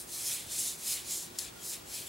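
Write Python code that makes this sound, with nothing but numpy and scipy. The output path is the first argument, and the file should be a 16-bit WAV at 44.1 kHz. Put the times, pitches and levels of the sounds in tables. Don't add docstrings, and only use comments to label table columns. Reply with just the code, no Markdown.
import sys
import numpy as np
from scipy import signal
from scipy.fft import rfft, irfft, next_fast_len
from scipy.io import wavfile
from scipy.ndimage import uniform_filter1d, map_coordinates

SR = 44100
rng = np.random.default_rng(int(sys.argv[2]) if len(sys.argv) > 2 else 0)


def dump(signal):
    limited = np.clip(np.atleast_2d(signal).T, -1, 1)
    pcm = np.round(limited * 32767).astype(np.int16)
    wavfile.write(sys.argv[1], SR, pcm)


N = 91728
t = np.arange(N) / SR

# t/s, hiss level/dB, rub level/dB
STROKE_LEVELS = [
    [(0, -45, -64), (.02, -47, -66), (.06, -58.5, -67)],
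    [(.09, -48, -59), (.14, -39, -52), (.235, -39, -47), (.265, -34, -49), (.315, -34, -40),
     (.34, -35, -43.5), (.375, -40.5, -48)],
    [(.445, -48.5, -52.5), (.485, -48.5, -53.5), (.52, -37.5, -47.5), (.578, -36, -46.5), (.6, -32.5, -47),
     (.64, -34, -48), (.685, -34, -47.5), (.73, -42.5, -49)],
    [(.775, -51, -60), (.82, -44, -54), (.88, -33.5, -45), (.925, -31, -42), (.975, -40, -43.5)],
    [(1.04, -50.5, -53), (1.115, -34, -47.5), (1.18, -38, -52.5), (1.24, -41.5, -54), (1.315, -60, -63)],
    [(1.375, -53, -56), (1.4, -38.5, -50), (1.44, -42, -51), (1.485, -50, -51.5), (1.515, -65, -63)],
    [(1.595, -57, -56), (1.65, -41.5, -55), (1.7, -40, -54.5), (1.74, -40, -46.5), (1.775, -52, -57)],
    [(1.835, -65, -63), (1.88, -51.5, -57), (1.95, -40.5, -48), (2, -43, -47.5), (2.055, -49.5, -50.5)],
]
HISS_TRIM_DB, RUB_TRIM_DB = 0.5, -1
# t/s, hiss gain in the top band/dB, lean/dB (added left, taken off right)
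HAND_GRIP = [(0, 4, 1), (.15, -0.5, 0.4), (.26, 0, -0.5), (.35, -1, -0.5), (.62, -0.7, 0), (.92, -0.5, 0),
             (1.15, -1.5, -0.3), (1.42, -3, 2), (1.7, 3, 0.2), (1.96, 1.5, 0.9)]
BRIGHT_ABOVE_HZ = 9100
# f/Hz, level/dB per Hz
HISS_SPECTRUM = [(1500, -37), (2800, -22), (3500, -12.5), (4200, -4), (4600, -9), (5100, -2.5),
                 (5700, -5.5), (6450, -1.5), (6900, -1.5), (7500, 0), (8300, -3), (9500, -1.5), (10400, -2),
                 (11500, -6), (13300, -7.5), (15000, -12), (16000, -16.5)]
# f/Hz, level/dB per Hz
RUB_SPECTRUM = [(300, -24), (900, -14), (1500, -10), (2000, -5), (2500, 0), (2800, -2.5), (3400, 2),
                (4100, -1.5), (4700, -2), (7000, -15), (14000, -22)]
# f/Hz, correlation (-1 to 1)
SKIN_LIKENESS = [(1000, 0.66), (3000, 0.99), (5000, 1), (7000, 0.93), (9000, 1)]
SLIPS_PER_S, SLIP_SPREAD_DB, SLIP_POWER_SHARE = 6000, 3, 0.29
HISS_PATCHY_DB, RUB_PATCHY_DB = 1.8, 2.5
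JUDDER_DB, JUDDER_KNOTS_PER_S = 0.32, 70

# t/s, level/dB (before attack), T60/s
SMACK_RUN = [(1.385, -38, 0.014), (1.3871, -26.5, 0.013), (1.3874, -31.5, 0.015), (1.3910, -28, 0.02)]
# f/Hz, level/dB
SMACK_SPECTRUM = [(200, -18), (1200, -20), (2900, -20), (3700, -9), (4900, 5.5), (6200, -5), (7500, 5.5),
                  (8700, -11), (10500, 0), (13000, -11), (16000, -14)]
SMACK_ATTACK_S = 0.00023
# f/Hz, level/dB
SNAP_SPECTRUM = [(1000, -35), (3000, -22), (4500, -7), (8000, -4), (10500, 4), (13000, -5), (16000, -5)]
SNAP_S, SNAP_DB, SNAP_T60_S, SNAP_ATTACK_S = 1.3873, -22, 0.0035, 0.0001

# centre t/s, level/dB, Gaussian sigma/s
SKIN_CATCHES = [(0.593, -32.5, .007), (1.74, -52, .008), (2.071, -43, 0.00356)]
# f/Hz, width/Hz, relative level/dB
CATCH_RESONANCES = [(7650, 250, -0.5), (10250, 450, -3.5)]

TINK_S, TINK_HZ, TINK_DB, TINK_T60_S, TINK_ATTACK_S = 1.559, 1410, -52, 0.19, 0.0023
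TINK_PHASE_RAD, TINK_KNOTS_PER_S = 0.45, 97

# f/Hz, T60/s
ROOM_DECAY = [(300, .35), (3000, 0.35), (12000, .2)]
ROOM_DB = -33.5
# f/Hz, level/dB per Hz
RUMBLE_SPECTRUM = [(15, -14), (35, -3), (60, 0), (100, -2), (200, -16), (600, -40), (3000, -100)]
RUMBLE_S, RUMBLE_SIGMA_S, RUMBLE_DB = 0.52, 0.22, -66.5
# f/Hz, level/dB per Hz
AIR_SPECTRUM = [(20, -21), (40, -9), (62, 1), (90, -1.5), (150, 0), (250, -0.5), (400, -1.5), (700, -3),
                (1300, -6.5), (2000, -9.5), (4000, -12), (8000, -12.5), (16000, -22.5)]
# f/Hz, correlation (-1 to 1)
AIR_LIKENESS = [(50, .95), (120, 0.94), (250, 0.33), (550, -0.23), (1100, -0.33), (2200, 0.044),
                (6000, -0.012), (10000, 1)]
AIR_DB = -50.5
# f/Hz, rms level/dB
HUM_LINES = [(59.2, -76), (119, -71.5), (349.9, -66.5), (388.5, -70), (15735, -65)]
HUM_PHASE_RAD, HUM_KNOTS_PER_S = 0.32, 4.36
# f/Hz, side gain/dB
SIDE_GAIN = [(7500, 0), (8800, -11), (11000, -22), (12500, -28)]
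TOP_HZ = 15830


def amp(db):
    return 10 ** (np.asarray(db) / 20)


def unit(x):
    return x / np.sqrt(np.mean(x ** 2) + 1e-20)


def along(points, hz):
    f, v = np.transpose(points)
    return np.interp(np.log(hz + 1), np.log(f + 1), v)


def wobble(knots_per_s):
    knots = rng.standard_normal(int(N * knots_per_s / SR) + 4)
    return map_coordinates(knots, [t * knots_per_s])


def noise_pair():
    return rng.standard_normal((2, N))


def filtered(x, response):
    m = next_fast_len(N + SR // 2)
    gain = response(np.fft.rfftfreq(m, 1 / SR))
    return irfft(rfft(x, m) * gain, m)[..., :N]


def stereo(pair, spectrum, likeness):
    def response(hz):
        angle = np.arccos(np.clip(along(likeness, hz), -1, 1)) / 2
        return amp(along(spectrum, hz)) * [np.cos(angle), np.sin(angle)]

    mid, side = filtered(pair, response)
    return unit(np.array([mid + side, mid - side]))


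def struck(start_s, t60_s, attack_s):
    age = np.maximum(t - start_s, 0)
    return (1 - np.exp(-age / attack_s)) * np.exp(-np.log(1000) * age / t60_s)


def bump(centre_s, sigma_s):
    return np.exp(-0.5 * ((t - centre_s) / sigma_s) ** 2)


def rubbing():
    s, hiss_db, rub_db = np.vstack(STROKE_LEVELS).T
    hiss_gain = amp(np.interp(t, s, hiss_db) + HISS_TRIM_DB)
    rub_gain = amp(np.interp(t, s, rub_db) + RUB_TRIM_DB)
    hiss = hiss_gain * stereo(slips(HISS_PATCHY_DB), HISS_SPECTRUM, SKIN_LIKENESS)
    rub = rub_gain * stereo(slips(RUB_PATCHY_DB), RUB_SPECTRUM, SKIN_LIKENESS)
    grip_s, bright_db, _ = np.transpose(HAND_GRIP)
    top = filtered(hiss, lambda hz: 1 - 1 / (1 + (hz / BRIGHT_ABOVE_HZ) ** 8))
    brightening = top * (amp(np.interp(t, grip_s, bright_db)) - 1)
    return (hiss + rub + brightening) * amp(JUDDER_DB * wobble(JUDDER_KNOTS_PER_S))


def slips(patchy_db):
    sizes = amp(SLIP_SPREAD_DB * rng.standard_normal((2, N)))
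    signs = np.sign(rng.standard_normal((2, N)))
    happens = rng.random((2, N)) < SLIPS_PER_S / SR
    grains = unit(sizes * signs * happens)
    mix = np.sqrt(SLIP_POWER_SHARE) * grains + np.sqrt(1 - SLIP_POWER_SHARE) * noise_pair()
    z = signal.stft(mix, nperseg=512)[2]
    field = uniform_filter1d(rng.standard_normal(z.shape[1:]), size=5, axis=0)
    field = uniform_filter1d(field, size=12, axis=1)
    return signal.istft(z * amp(patchy_db * unit(field)), nperseg=512)[1][:, :N]


def smacks():
    envelope = sum(amp(db) * struck(s, t60, SMACK_ATTACK_S) for s, db, t60 in SMACK_RUN)
    wet = envelope * stereo(noise_pair(), SMACK_SPECTRUM, SKIN_LIKENESS)
    snap_envelope = amp(SNAP_DB) * struck(SNAP_S, SNAP_T60_S, SNAP_ATTACK_S)
    return wet + snap_envelope * stereo(noise_pair(), SNAP_SPECTRUM, SKIN_LIKENESS)


def catches():
    def resonances(hz):
        return sum(amp(db) * (1j * hz * width / (f * f - hz * hz + 1j * hz * width))
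                   for f, width, db in CATCH_RESONANCES)

    envelope = sum(amp(db) * bump(s, sigma) for s, db, sigma in SKIN_CATCHES)
    return envelope * unit(filtered(rng.standard_normal(N), resonances))


def tink():
    phase = TINK_PHASE_RAD * wobble(TINK_KNOTS_PER_S)
    ring = np.sin(2 * np.pi * TINK_HZ * t + phase)
    return amp(TINK_DB) * struck(TINK_S, TINK_T60_S, TINK_ATTACK_S) * ring


def room(x):
    hz, age, z = signal.stft(rng.standard_normal((2, SR // 2)), SR, nperseg=256)
    decay = np.exp(-np.log(1000) * age / along(ROOM_DECAY, hz)[:, None])
    tail = signal.istft(z * decay, SR, nperseg=256)[1]
    return signal.fftconvolve(x, tail / np.linalg.norm(tail[0]), axes=1)[:, :N]


def rumble():
    swell = bump(RUMBLE_S, RUMBLE_SIGMA_S)
    return amp(RUMBLE_DB) * swell * stereo(noise_pair(), RUMBLE_SPECTRUM, AIR_LIKENESS)


def hum():
    total = np.zeros(N)
    for hz, db in HUM_LINES:
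        drift = HUM_PHASE_RAD * wobble(HUM_KNOTS_PER_S)
        total += amp(db) * np.sqrt(2) * np.sin(2 * np.pi * (hz * t + rng.random()) + drift)
    return total


def room_noise():
    return amp(AIR_DB) * stereo(noise_pair(), AIR_SPECTRUM, AIR_LIKENESS)


def scene():
    grip_s, _, lean_db = np.transpose(HAND_GRIP)
    lean = amp(np.outer([1, -1], np.interp(t, grip_s, lean_db)))
    hand = (rubbing() + smacks() + catches()) * lean
    return hand + amp(ROOM_DB) * room(hand) + tink() + rumble() + hum() + room_noise()


def record(dry):
    mid = (dry[0] + dry[1]) / 2
    side = filtered((dry[0] - dry[1]) / 2, lambda hz: amp(along(SIDE_GAIN, hz)))
    return filtered(np.array([mid + side, mid - side]), lambda hz: hz < TOP_HZ)


dry = scene()
out = record(dry)
dump(out)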